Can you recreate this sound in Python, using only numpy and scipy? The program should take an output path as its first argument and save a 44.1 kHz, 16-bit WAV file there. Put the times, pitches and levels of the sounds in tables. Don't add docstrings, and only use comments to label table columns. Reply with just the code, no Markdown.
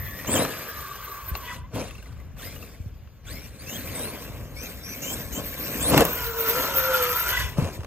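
import sys
import numpy as np
from scipy import signal
from scipy.fft import rfft, irfft, next_fast_len
from scipy.io import wavfile
from scipy.ndimage import uniform_filter1d, map_coordinates

SR = 44100
rng = np.random.default_rng(int(sys.argv[2]) if len(sys.argv) > 2 else 0)


def to_wav(sig):
    pcm = np.clip(np.atleast_2d(sig), -1, 1) * 32767
    pcm = np.round(pcm).astype(np.int16)
    wavfile.write(sys.argv[1], SR, pcm.T)


N = 346626
T = np.arange(N) / SR
STRIKE_T = np.arange(SR // 4) / SR
TOP_HZ = 15800


def amp(db):
    return 10 ** (np.asarray(db) / 20)


def unit(x):
    return x / np.sqrt(np.mean(np.abs(x) ** 2) + 1e-20)


def together(*levels_db):
    return 10 * np.log10(sum(amp(db) ** 2 for db in levels_db))


def curves(rows):
    s, *cols = np.transpose(rows)
    return [np.interp(T, s, c) for c in cols]


def gate(rows, fade=0.0074):
    return np.clip(np.minimum(T - rows[0][0], rows[-1][0] - T) / fade, 0, 1)


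def wobble(rate):
    return map_coordinates(rng.standard_normal(int(N * rate / SR) + 4), [T * rate])


def drift(shape, over_bins, over_frames):
    field = uniform_filter1d(rng.standard_normal(shape), size=over_bins, axis=0)
    return unit(uniform_filter1d(field, size=over_frames, axis=1))


def filtered(x, response):
    m = next_fast_len(N + 8192)
    return irfft(rfft(x, m) * response(np.fft.rfftfreq(m, 1 / SR)), m)[..., :N]


def resonances(modes):
    def mode(f, c, w, db):
        return amp(db) * 1j * f * w / (c * c - f * f + 1j * f * w)
    return lambda f: sum((-1) ** k * mode(f, *row) for k, row in enumerate(modes))


def noise(points, patchy_db):
    z = signal.stft(rng.standard_normal(N), nperseg=512)[2]
    x = signal.istft(z * amp(patchy_db * drift(z.shape, 5, 6)), nperseg=512)[1][:N]
    f, db = np.transpose(points)

    def spectrum(hz):
        return amp(np.interp(np.log(hz + 1), np.log(f), db, left=-120, right=-120))
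    return unit(filtered(x, spectrum))


def tone(hz, width_hz, rough):
    rough = np.clip(rough, 0, 1)
    fuzz = (wobble(width_hz) + 1j * wobble(width_hz)) / np.sqrt(2)
    carrier = np.exp(2j * np.pi * np.cumsum(hz) / SR)
    return np.sqrt(2) * np.real((np.sqrt(1 - rough) + np.sqrt(rough) * fuzz) * carrier)


LOAD_LEAD_S = 0.029
LOAD_RISE_S, LOAD_FALL_DB_PER_S = 0.072, 62


def throttle_load():
    blips_db = []
    for s, length, *_, load_db, _, _, swell_db in BLIPS:
        rise_db = 20 * np.log10(np.clip((T - s + LOAD_LEAD_S) / LOAD_RISE_S, 1e-4, 1))
        growing_db = swell_db * (np.clip((T - s) / length, 0, 1) - 1) / 2
        fall_db = LOAD_FALL_DB_PER_S * np.clip(T - s - length, 0, 3)
        blips_db.append(load_db + rise_db + growing_db - fall_db)
    return together(*blips_db)


# from_s, to_s, share spinning free (0-1)
FLIGHTS = [(-.3, 0.175, 0.26), (0.47, 1.562, 0.7), (6.01, 7.55, 0.9)]
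LIFT_S = 0.21


def spinning_free():
    free = sum(np.clip(share, 0, 1) * np.clip(.5 + np.minimum(T - a, b - T) / LIFT_S, 0, 1)
               for a, b, share in FLIGHTS)
    return np.clip(free, 0, 1), free


# time_s, gear hiss_db, ringing_db
ROLL = [(0, -47.5, -33.5), (.228, -44.5, -42.5), (.55, -38, -39.5), (.65, -42, -41.5), (1.3, -48, -45),
        (1.55, -45, -53), (1.63, -68, -90), (1.7, -76, -104), (1.8, -44.5, -67), (2.36, -71, -67),
        (2.7, -52, -51), (2.92, -70, -69), (3.23, -71, -68), (3.5, -59, -71), (3.87, -43, -43),
        (4.22, -44, -39), (4.53, -58, -57), (5.0, -52.5, -40), (5.7, -37.5, -30.5), (6.2, -36, -33),
        (6.356, -38, -32.5), (6.542, -29.5, -24), (6.702, -33, -33.5), (6.766, -33, -25.5),
        (6.966, -30.5, -31), (7.18, -32.5, -27), (7.402, -30, -36.5), (7.53, -48.5, -58), (7.62, -54, -59),
        (7.75, -45.5, -50), (7.86, -70, -70)]
ROLL_TO_SCRAPE_DB, LOAD_TO_SCRAPE_DB, SLAM_TO_SCRAPE_DB = 1.7, 0.3, -6.5
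ROLL_TO_WHIRR_DB, LOAD_TO_WHIRR_DB, SLAM_TO_WHIRR_DB = -6, -9.5, -22.5
SLAM_TO_HISS_DB, LOAD_TO_RING_DB, SLAM_TO_RING_DB = -15, 0.55, -21
SCRAPE_GROWS, RING_GROWS, MEAN_LOAD_DB = 0.61, 1.54, -50
FREE_SCRAPE_DB = -7


def levels():
    roll_db, steel_db = curves(ROLL)
    load_db, slam_db = throttle_load(), slams()
    free, lift = spinning_free()

    def grown(db, rate):
        return MEAN_LOAD_DB + rate * (db - MEAN_LOAD_DB)
    scrape_db = together(grown(roll_db, SCRAPE_GROWS) + ROLL_TO_SCRAPE_DB + FREE_SCRAPE_DB * lift,
                         load_db + LOAD_TO_SCRAPE_DB, slam_db + SLAM_TO_SCRAPE_DB)
    whirr_db = together(curves(SHELL)[3], roll_db + ROLL_TO_WHIRR_DB,
                        load_db + LOAD_TO_WHIRR_DB, slam_db + SLAM_TO_WHIRR_DB)
    hiss_db = together(roll_db, load_db, slam_db + SLAM_TO_HISS_DB)
    ring_db = together(steel_db, grown(load_db, RING_GROWS) + LOAD_TO_RING_DB, slam_db + SLAM_TO_RING_DB)
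    return scrape_db, whirr_db, hiss_db, ring_db, free


# pitch_hz, level_db
SCRAPE = [(53, -21), (90, 2.5), (294, 1), (347, -6), (541, -2), (881, -15), (985, -16.5), (1340, -16),
          (2500, -43), (3250, -18.5), (5500, -120)]
# pitch_hz, level_db
FAN = [(120, -3.5), (250, -16.5), (400, 2), (650, 0), (800, -8.5), (1200, -2), (2500, -64)]


def tyres(scrape_db, free, bumps):
    ground = np.sqrt(1 - free) * noise(SCRAPE, patchy_db=-1.0)
    air = np.sqrt(free) * noise(FAN, patchy_db=1.5)
    return amp(scrape_db + 1.31 * bumps + 1.2 * wobble(120)) * (ground + air)


# pitch_hz, level_db
HISS = [(700, -32), (1500, 0.5), (2000, 3), (2450, 5), (3000, -2.5), (3800, -0.5), (5600, -3), (7000, -4.5),
        (10500, 0), (13500, -35), (15800, -12)]
# pitch_hz, level_db
SPIN = [(700, -15), (1500, 7), (2600, 4.5), (4000, 1.5), (6000, -2), (9000, -5), (12300, -4.5),
        (14000, -62), (15800, -34)]


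def gears(hiss_db, free, bumps):
    loaded = np.sqrt(1 - free) * noise(HISS, patchy_db=3.0)
    idle = np.sqrt(free) * noise(SPIN, patchy_db=2.5)
    return amp(hiss_db + 0.85 * bumps + 1.53 * wobble(400)) * (loaded + idle)


def whirr(hz, width_hz):
    flutter_hz = hz * (1 + .01 * wobble(10))
    strands = sum(amp(3 * wobble(8)) * tone(share * flutter_hz, width_hz=30, rough=.8)
                  for share in (.93, 1.0, 1.07))
    core = amp(3.2 * wobble(40)) * tone(flutter_hz, width_hz, rough=.9)
    return core + amp(-7) * strands + amp(-5.5) * tone(hz, 5 * width_hz, rough=1)


# time_s, lower whirr_hz, upper whirr_hz, upper over lower_db, whirr_db, ringing_hz
SHELL = [(0, 1132, 1873, 7, -38, 13900), (.25, 1148, 1885, 12, -40.5, 13600),
         (.42, 1249, 1748, 11, -39, 13300), (.6, 1208, 1635, 1, -37, 13400),
         (1.2, 1132, 1528, -12, -37.5, 13650), (1.5, 1110, 1544, -4, -44.5, 13540),
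         (1.7, 1111, 1505, -5, -59, 13500), (3, 1100, 1608, 1, -72, 14120),
         (5.9, 1095, 1610, 0, -56, 13950), (6.2, 998, 1415, 1.5, -33.5, 13540),
         (6.7, 968, 1352, 5, -30, 13410), (6.96, 943, 1391, 11, -21.5, 13330),
         (7.06, 967, 1310, 11.5, -27.5, 13350), (7.25, 980, 1408, 9, -27, 13200),
         (7.41, 1013, 1597, -1, -34, 13470), (7.54, 1003, 1493, -15, -54, 13600),
         (7.74, 1000, 1497, -12, -65, 13600)]


def shell(whirr_db):
    low_hz, high_hz, tilt_db, _, _ = curves(SHELL)
    lower = whirr(low_hz, width_hz=130)
    upper = whirr(high_hz, width_hz=130) + amp(-19) * whirr(1.8 * high_hz, width_hz=300)
    body = (lower + amp(tilt_db) * upper) / np.sqrt(1 + amp(2 * tilt_db))
    return amp(whirr_db - 7) * body


# share of the ringing pitch, width_hz, relative level_db
RINGS = [(0.974, 58.9, -6.5), (0.998, 90.8, 4.5), (1.018, 91, -31), (1.125, 248, -15), (1.147, 192.5, -0.5)]


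def steel(ring_db, free, bumps):
    ring_hz = curves(SHELL)[4]
    rings = sum(amp(db + 3.5 * wobble(24)) * tone(share * ring_hz, width, rough=.9)
                for share, width, db in RINGS)
    sizzle = tone(ring_hz, width_hz=1300, rough=1)
    sizzle = sizzle + amp(-4) * tone(.92 * ring_hz, width_hz=2600, rough=1)
    return amp(ring_db - 7.5 + 3.24 * bumps) * (amp(1.5) * free * rings + sizzle)


def running():
    scrape_db, whirr_db, hiss_db, ring_db, free = levels()
    bumps = wobble(30)
    return (tyres(scrape_db, free, bumps) + gears(hiss_db, free, bumps)
            + shell(whirr_db) + steel(ring_db, free, bumps))


# time_s, level_db
RUMBLE = [(0, -39.5), (.48, -44), (.68, -45.5), (1.29, -40), (1.62, -44), (1.9, -41.5), (3.4, -41.5),
          (3.96, -44.5), (4.4, -39.5), (4.55, -43), (5.1, -42.5), (5.91, -38.5), (6.19, -39), (7.38, -40),
          (7.51, -37.5), (7.86, -39.5)]
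# pitch_hz, level_db
TRAFFIC = [(12, -68), (20, -31), (32, -18), (43, 1.5), (65, 5.5), (156, -7), (205, -18.5), (242, -16.5),
           (325, -26), (3000, -37.5), (3900, -90), (6600, -120)]
# pitch_hz, level_db
AIR = [(1500, -30), (3000, 14), (7000, 11), (12500, -57), (14000, 21), (15800, -34)]


def park():
    rumble_db, = curves(RUMBLE)
    traffic = amp(rumble_db + 2.66 * wobble(9)) * noise(TRAFFIC, patchy_db=0.5)
    return traffic + amp(-68) * noise(AIR, patchy_db=3)


# start_s, relative level_db, relative brightness_db
TICKS = [(0.2462, -23, -7), (.259, -26, -28), (.288, -33, -29), (.339, -20, -10), (.361, -21, -6),
         (0.4488, -13, -17), (1.3523, -15.5, -17), (1.736, -36, -12), (2.128, -40, -10), (2.368, -40, -12),
         (3.074, -48, -9), (4.468, -59, -9), (4.5675, -46, -8), (4.8332, -43, -3), (5.93, -19, -12),
         (5.943, -10, -20), (5.9777, -1, 5), (5.985, -11, -5), (6.0, -18, -17), (6.007, -11, 13.5),
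         (6.052, -15.5, 14.5), (7.5747, -33, -18), (7.616, -31, -15), (7.644, -23.5, -32),
         (7.674, -28, -30), (7.7001, -33, -25), (7.806, -31, -27), (7.833, -30, -26), (7.846, -25, -40)]
# pitch_hz, width_hz, level_db
CHASSIS = [(720, 210, 5.5), (1120, 150, 6.5), (1510, 380, 5), (2770, 160, 2.5), (3950, 1400, -8)]


def ticks():
    frame, bright = np.zeros((2, N + SR))
    for s, db, bright_db in TICKS:
        burst = amp(db - 60 * STRIKE_T / .015) * rng.standard_normal(len(STRIKE_T))
        frame[round(s * SR):][:len(burst)] += amp(3) * burst
        bright[round(s * SR):][:len(burst)] += amp(bright_db - 9.0) * burst

    def snap(f):
        return (1j * f / 5000) ** 2 / (1 + 1j * f / 5000) ** 2
    return filtered(frame[:N], resonances(CHASSIS)) + filtered(bright[:N], snap)


# start_s, length_s, mesh sag_hz, lowest mesh_hz, climb towards_hz,
# climb time_s (negative: it steepens), load_db, gear_db, motor whine_db, swell_db
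BLIPS = [(0.265, 0.083, -3, 2600, 3630, .06, -39, -35, -25.5, 11),
         (0.339, .114, 719, 2885, 4036, .016, -42, -35.5, -33.5, -4.5),
         (2.387, 0.15, 570.5, 1040, 2116, .016, -46.5, -53, -55, -6.5),
         (3.263, 0.21, 300, 1350, 2384, 0.055, -50.5, -58, -55.5, -13),
         (3.586, 0.072, -8.5, 1720, 2223, 0.292, -49.5, -67, -51, -5),
         (3.656, 0.12, 6.5, 2554, 3430, -0.15, -41, -38.5, -41.5, 6),
         (3.945, 0.17, 373, 3600, 4750, -.15, -66, -46, -39, 0.5),
         (4.557, 0.12, -2, 2112, 2640, 0.08, -43, -46.5, -44, 5.5),
         (4.825, 0.12, 3.5, 2193, 2433, .03, -43, -51.5, -39.5, 6.5),
         (5.013, 0.14, 4.5, 2650, 3395, 0.28, -38.5, -42, -36.5, 3.5),
         (5.32, 0.086, 9, 2800, 3110, .025, -58, -45.5, -43, -4),
         (5.799, 0.113, 0, 2943, 4450, 0.86, -38, -33.5, -20.5, 20.5)]
WHINE_ORDER, STRAND_ORDER = 2.42, 2.2
BLUR_FROM_HZ, BLUR_FULL_HZ = 5500, 8500
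SPEED_JITTER = .01
SAG_HZ_PER_S = 19000


def throttle():
    hz, gear, high = np.zeros((3, N))
    for s, length, sag_hz, low_hz, top_hz, climb_s, _, gear_db, whine_db, swell_db in BLIPS:
        u = np.clip((T - s) / length, 0, 1)
        on = gate([(s,), (s + length,)], fade=.011)
        after = T - s - sag_hz / SAG_HZ_PER_S
        climbed = np.expm1(-np.clip(after, 0, 1) / climb_s) / np.expm1(-length / climb_s)
        sagging_hz = SAG_HZ_PER_S * np.maximum(-after, 0)
        hz = np.where(on > 0, low_hz + sagging_hz + (top_hz - low_hz) * climbed, hz)
        gear += on * amp(gear_db + swell_db * (u - 1) / 2)
        high += on * amp(whine_db + swell_db * (u - 1))
    hz = hz * (1 + SPEED_JITTER * wobble(45))
    mesh = tone(hz, width_hz=280, rough=0.55) + amp(-8) * tone(2 * hz, width_hz=600, rough=1)
    whine_hz = WHINE_ORDER * hz
    octave = amp(-2.5) * (2 * whine_hz < TOP_HZ) * tone(2 * whine_hz, width_hz=900, rough=1)
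    strand = amp(-3 + 4 * wobble(25)) * tone(STRAND_ORDER * hz, width_hz=500, rough=.9)
    blur = np.clip((whine_hz - BLUR_FROM_HZ) / (BLUR_FULL_HZ - BLUR_FROM_HZ), .15, 1)
    frayed = blur * (strand + amp(-2) * tone(whine_hz, width_hz=2400, rough=1))
    whine = tone(whine_hz, width_hz=350, rough=.48 + .4 * blur) + frayed + octave
    return gear * amp(3 * wobble(55)) * mesh + high * amp(2.5 * wobble(40) - 1.5) * whine


# peak_s (the level rises into it), level_db, rise_db_per_s, hold_s,
# fall_db_per_s
SLAMS = [(0.287, -26.5, 402, 0.02, 58), (0.359, -19, 200, 0.015, 185), (0.4, -17, 400, 0.015, 303),
         (0.47, -36, 203, 0.027, 75), (1.353, -40, 500, 0.0017, 600), (1.752, -26, 665, 0.056, 204),
         (4, -32, 89, 0.025, 26.5), (5.119, -37, 117, 0.0069, 53), (5.389, -28, 191.5, 0.0027, 200),
         (5.694, -37, 39, 0.11, 98), (5.907, -22, 93, .015, 201), (5.933, -13.5, 402, 0.017, 700),
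         (5.971, -12, 697, 0.053, 898), (6.059, -23, 302, 0.004, 132), (6.55, -29.5, 81, 0.0056, 24),
         (7.584, -23.5, 1101, 0.003, 199), (7.639, -27.5, 302, 0.013, 165), (7.686, -35, 197, 0.021, 900),
         (7.792, -39.5, 600, 0.054, 300)]


def slams():
    slams_db = []
    for s, db, rise, hold, fall in SLAMS:
        drop_db = rise * np.maximum(s - T, 0) + fall * np.maximum(T - s - hold, 0)
        slams_db.append(db - np.minimum(drop_db, 120))
    return together(*slams_db)


# pitch_hz, width_hz, level_db
BELLY = [(158.5, 37, 4.5), (289, 70, 6), (516, 145, 6.5), (704, 155, 1.5), (980, 204, -1.5),
         (1640, 600, -17.5), (2690, 190, -10)]
CLODS_PER_S, CLOD_SCATTER_DB, CRUNCH_OVER_DB = 1500, 3.5, -7


def crunch():
    hits = rng.random(N) < CLODS_PER_S / SR
    clods = hits * rng.standard_normal(N) * amp(CLOD_SCATTER_DB * rng.standard_normal(N))
    return amp(slams() + CRUNCH_OVER_DB) * unit(filtered(clods, resonances(BELLY)))


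# start_s, relative level_db, settled pitch_hz, 60 dB decay_s
THUMPS = [(0.329, -35, 286, 0.091), (1.316, -21.5, 67.1, 0.1), (1.738, -27, 107.5, 0.12),
          (2.243, -40, 80, 0.11), (2.802, -25, 73, 0.078), (2.86, -27, 100, 0.092),
          (4.456, -24, 90.5, 0.0344), (5.95, -32, 182, 0.12), (5.979, -20, 150, 0.097),
          (5.993, -19, 63, 0.089), (7.584, -9.5, 141, 0.06), (7.623, -5, 90, 0.02),
          (7.635, -19.5, 99, 0.083), (7.647, -24, 95.5, 0.092), (7.757, -46, 74.5, 0.079),
          (7.79, -18, 83.6, 0.046)]


def thumps():
    out, t = np.zeros(N + SR), STRIKE_T
    for s, db, hz, decay_s in THUMPS:
        sagging = np.sin(2 * np.pi * hz * (t + 0.0035 * (1 - np.exp(-t / 0.0012))))
        attack = 1 - np.exp(-t / 0.0055)
        out[round(s * SR):][:len(t)] += amp(db + 7.5 - 60 * t / decay_s) * sagging * attack
    return out[:N]


# time_s, pitch_hz, level_db
STOP = [(1.45, 3336, -47), (1.475, 2750, -46.5), (1.505, 1765, -44), (1.535, 1007, -43)]
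# time_s, pitch_hz, level_db, octave below_db
BRAKE = [
    [(1.42, 1970, -54, -48), (1.49, 1970, -42, -39.5), (1.54, 1970, -49, -43.5), (1.57, 1950, -56, -49),
     (1.67, 2050, -65, -58)],
    [(7.3, 2033, -58, -46), (7.33, 1972, -31, -44), (7.44, 1994, -34, -46), (7.46, 1970, -39.5, -53),
     (7.55, 1990, -55.5, -65)],
]


def braking():
    stop_hz, stop_db = curves(STOP)
    out = gate(STOP) * amp(stop_db) * tone(stop_hz, width_hz=400, rough=.9)
    for rows in BRAKE:
        hz, db, low_db = curves(rows)
        hum = amp(3.5 * wobble(35)) * tone(hz, width_hz=90, rough=.68)
        upper = sum(tone(share * hz, width_hz=width, rough=1)
                    for share, width in ((1.31, 270), (1.5, 200), (1.72, 300)))
        buzz = amp(-6.5) * upper + amp(-6) * tone(.79 * hz, width_hz=250, rough=1)
        low = tone(hz / 2, width_hz=84, rough=0.65)
        out += gate(rows) * (amp(db) * (hum + buzz) + amp(low_db) * low)
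    return out


# start_s, relative level_db, pitch_hz
RATTLES = [(1.8804, -34, 2760), (1.9078, -32, 2650), (1.951, -35, 2670), (1.9809, -36.5, 2740),
           (2.025, -40, 2790), (2.0255, -40, 1570), (2.0579, -39, 2044), (2.072, -46.5, 1470),
           (2.088, -44, 990), (2.122, -45.5, 1180), (2.1691, -47, 1220), (2.2, -41.5, 2060),
           (2.212, -51, 2030), (2.245, -53, 1680), (2.3193, -51, 1760), (2.5617, -34, 2880),
           (2.6256, -30.5, 2680)]
RATTLE_BODY_HZ, RATTLE_BODY_DB, RATTLE_ROUGH_DB = 1216, -5.5, -3.5


def rattles():
    out, t = np.zeros(N + SR), STRIKE_T
    for s, db, hz in RATTLES:
        grit = 1 + amp(RATTLE_ROUGH_DB) * rng.standard_normal(len(t))
        part = np.sin(2 * np.pi * hz * t) * grit
        body = amp(RATTLE_BODY_DB) * np.sin(2 * np.pi * RATTLE_BODY_HZ * t)
        attack = 1 - np.exp(-t / 0.0018)
        out[round(s * SR):][:len(t)] += amp(db - 60 * t / 0.031) * (part + body) * attack
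    return out[:N]


# time_s, pitch_hz, level_db
HOWL = [(6.12, 458, -33.5), (6.198, 475.3, -45), (6.284, 455.8, -35.5), (6.498, 451, -31.5),
        (6.642, 539.3, -34), (6.66, 594, -50), (6.7, 541, -37.5), (6.952, 514.5, -26), (7.114, 489.6, -32),
        (7.2, 490, -49)]


def howl():
    hz, db = curves(HOWL)
    chopped = tone(hz * (1 + .008 * wobble(18)), width_hz=40, rough=.16)
    return gate(HOWL, fade=.04) * amp(db) * chopped


# pitch_hz, left lag from ahead_rad, left lag from the right_rad, left louder_db, likeness (0-1)
PORTS = [(40, 0, 0, 2, .62), (100, .1, .1, 2.8, .75), (180, .15, .2, 3.5, .94), (500, .3, .3, 1, .92),
         (1300, .2, .4, .7, .92), (2000, .1, .9, 1.5, .88), (3500, .8, 2.4, 3, .75),
         (4800, 1.6, 3.8, 5, .6), (5800, 3.4, 5, 4.5, .7), (7000, 4.7, 6.3, 0, .7),
         (8000, 4.3, 5.2, 0, .75), (9000, 3.2, 3.2, 0, 1), (10500, 3, 3, 0, 1), (11500, 1.2, 1.2, 0, .65),
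         (12300, 0, 0, 0, 1), (14200, 0, 0, 0, 1), (14800, -1, -1, 0, .65), (15800, -3, -3, 0, .8)]
# time_s, share from the right (0-1)
BEARING = [(0, 0.27), (2, 0.1), (2.7, 0.025), (4, 0.42), (4.6, 1), (6.3, 1), (7.86, 0.8)]


def ports(x):
    f, ahead, right, louder_db, alike = np.transpose(PORTS)
    z = signal.stft(x, nperseg=1024)[2]
    turned = z * np.exp(2j * np.pi * drift(z.shape, 12, 40))
    scattered = unit(signal.istft(turned, nperseg=1024)[1][:N]) * np.std(x)
    sign = np.array([[1], [-1]])

    def pair(lag):
        def half(hz):
            gain = amp(sign * np.interp(hz, f, louder_db) / 2)
            return gain * np.exp(-.5j * sign * np.interp(hz, f, lag))

        def turn(hz):
            return np.arccos(np.clip(np.interp(hz, f, alike), 0, 1)) / 2
        direct = filtered(x, lambda hz: half(hz) * np.cos(turn(hz)))
        return direct + filtered(scattered, lambda hz: sign * half(hz) * np.sin(turn(hz)))
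    share = np.clip(curves(BEARING)[0], 0, 1)
    return (1 - share) * pair(ahead) + share * pair(right)


def scene():
    truck = running() + ticks() + throttle() + crunch() + thumps() + braking() + rattles() + howl()
    return ports(truck + park())


# pitch_hz, width_hz, level_db
CAPSULE = [(6110, 900, 2), (8840, 840, 4.5)]


def record(dry):
    def housing(hz):
        lift_db = sum(db * np.exp(-2 * ((hz - c) / w) ** 2) for c, w, db in CAPSULE)
        return (hz < TOP_HZ) * amp(lift_db)
    return filtered(dry, housing)


dry = scene()
out = record(dry)
to_wav(out)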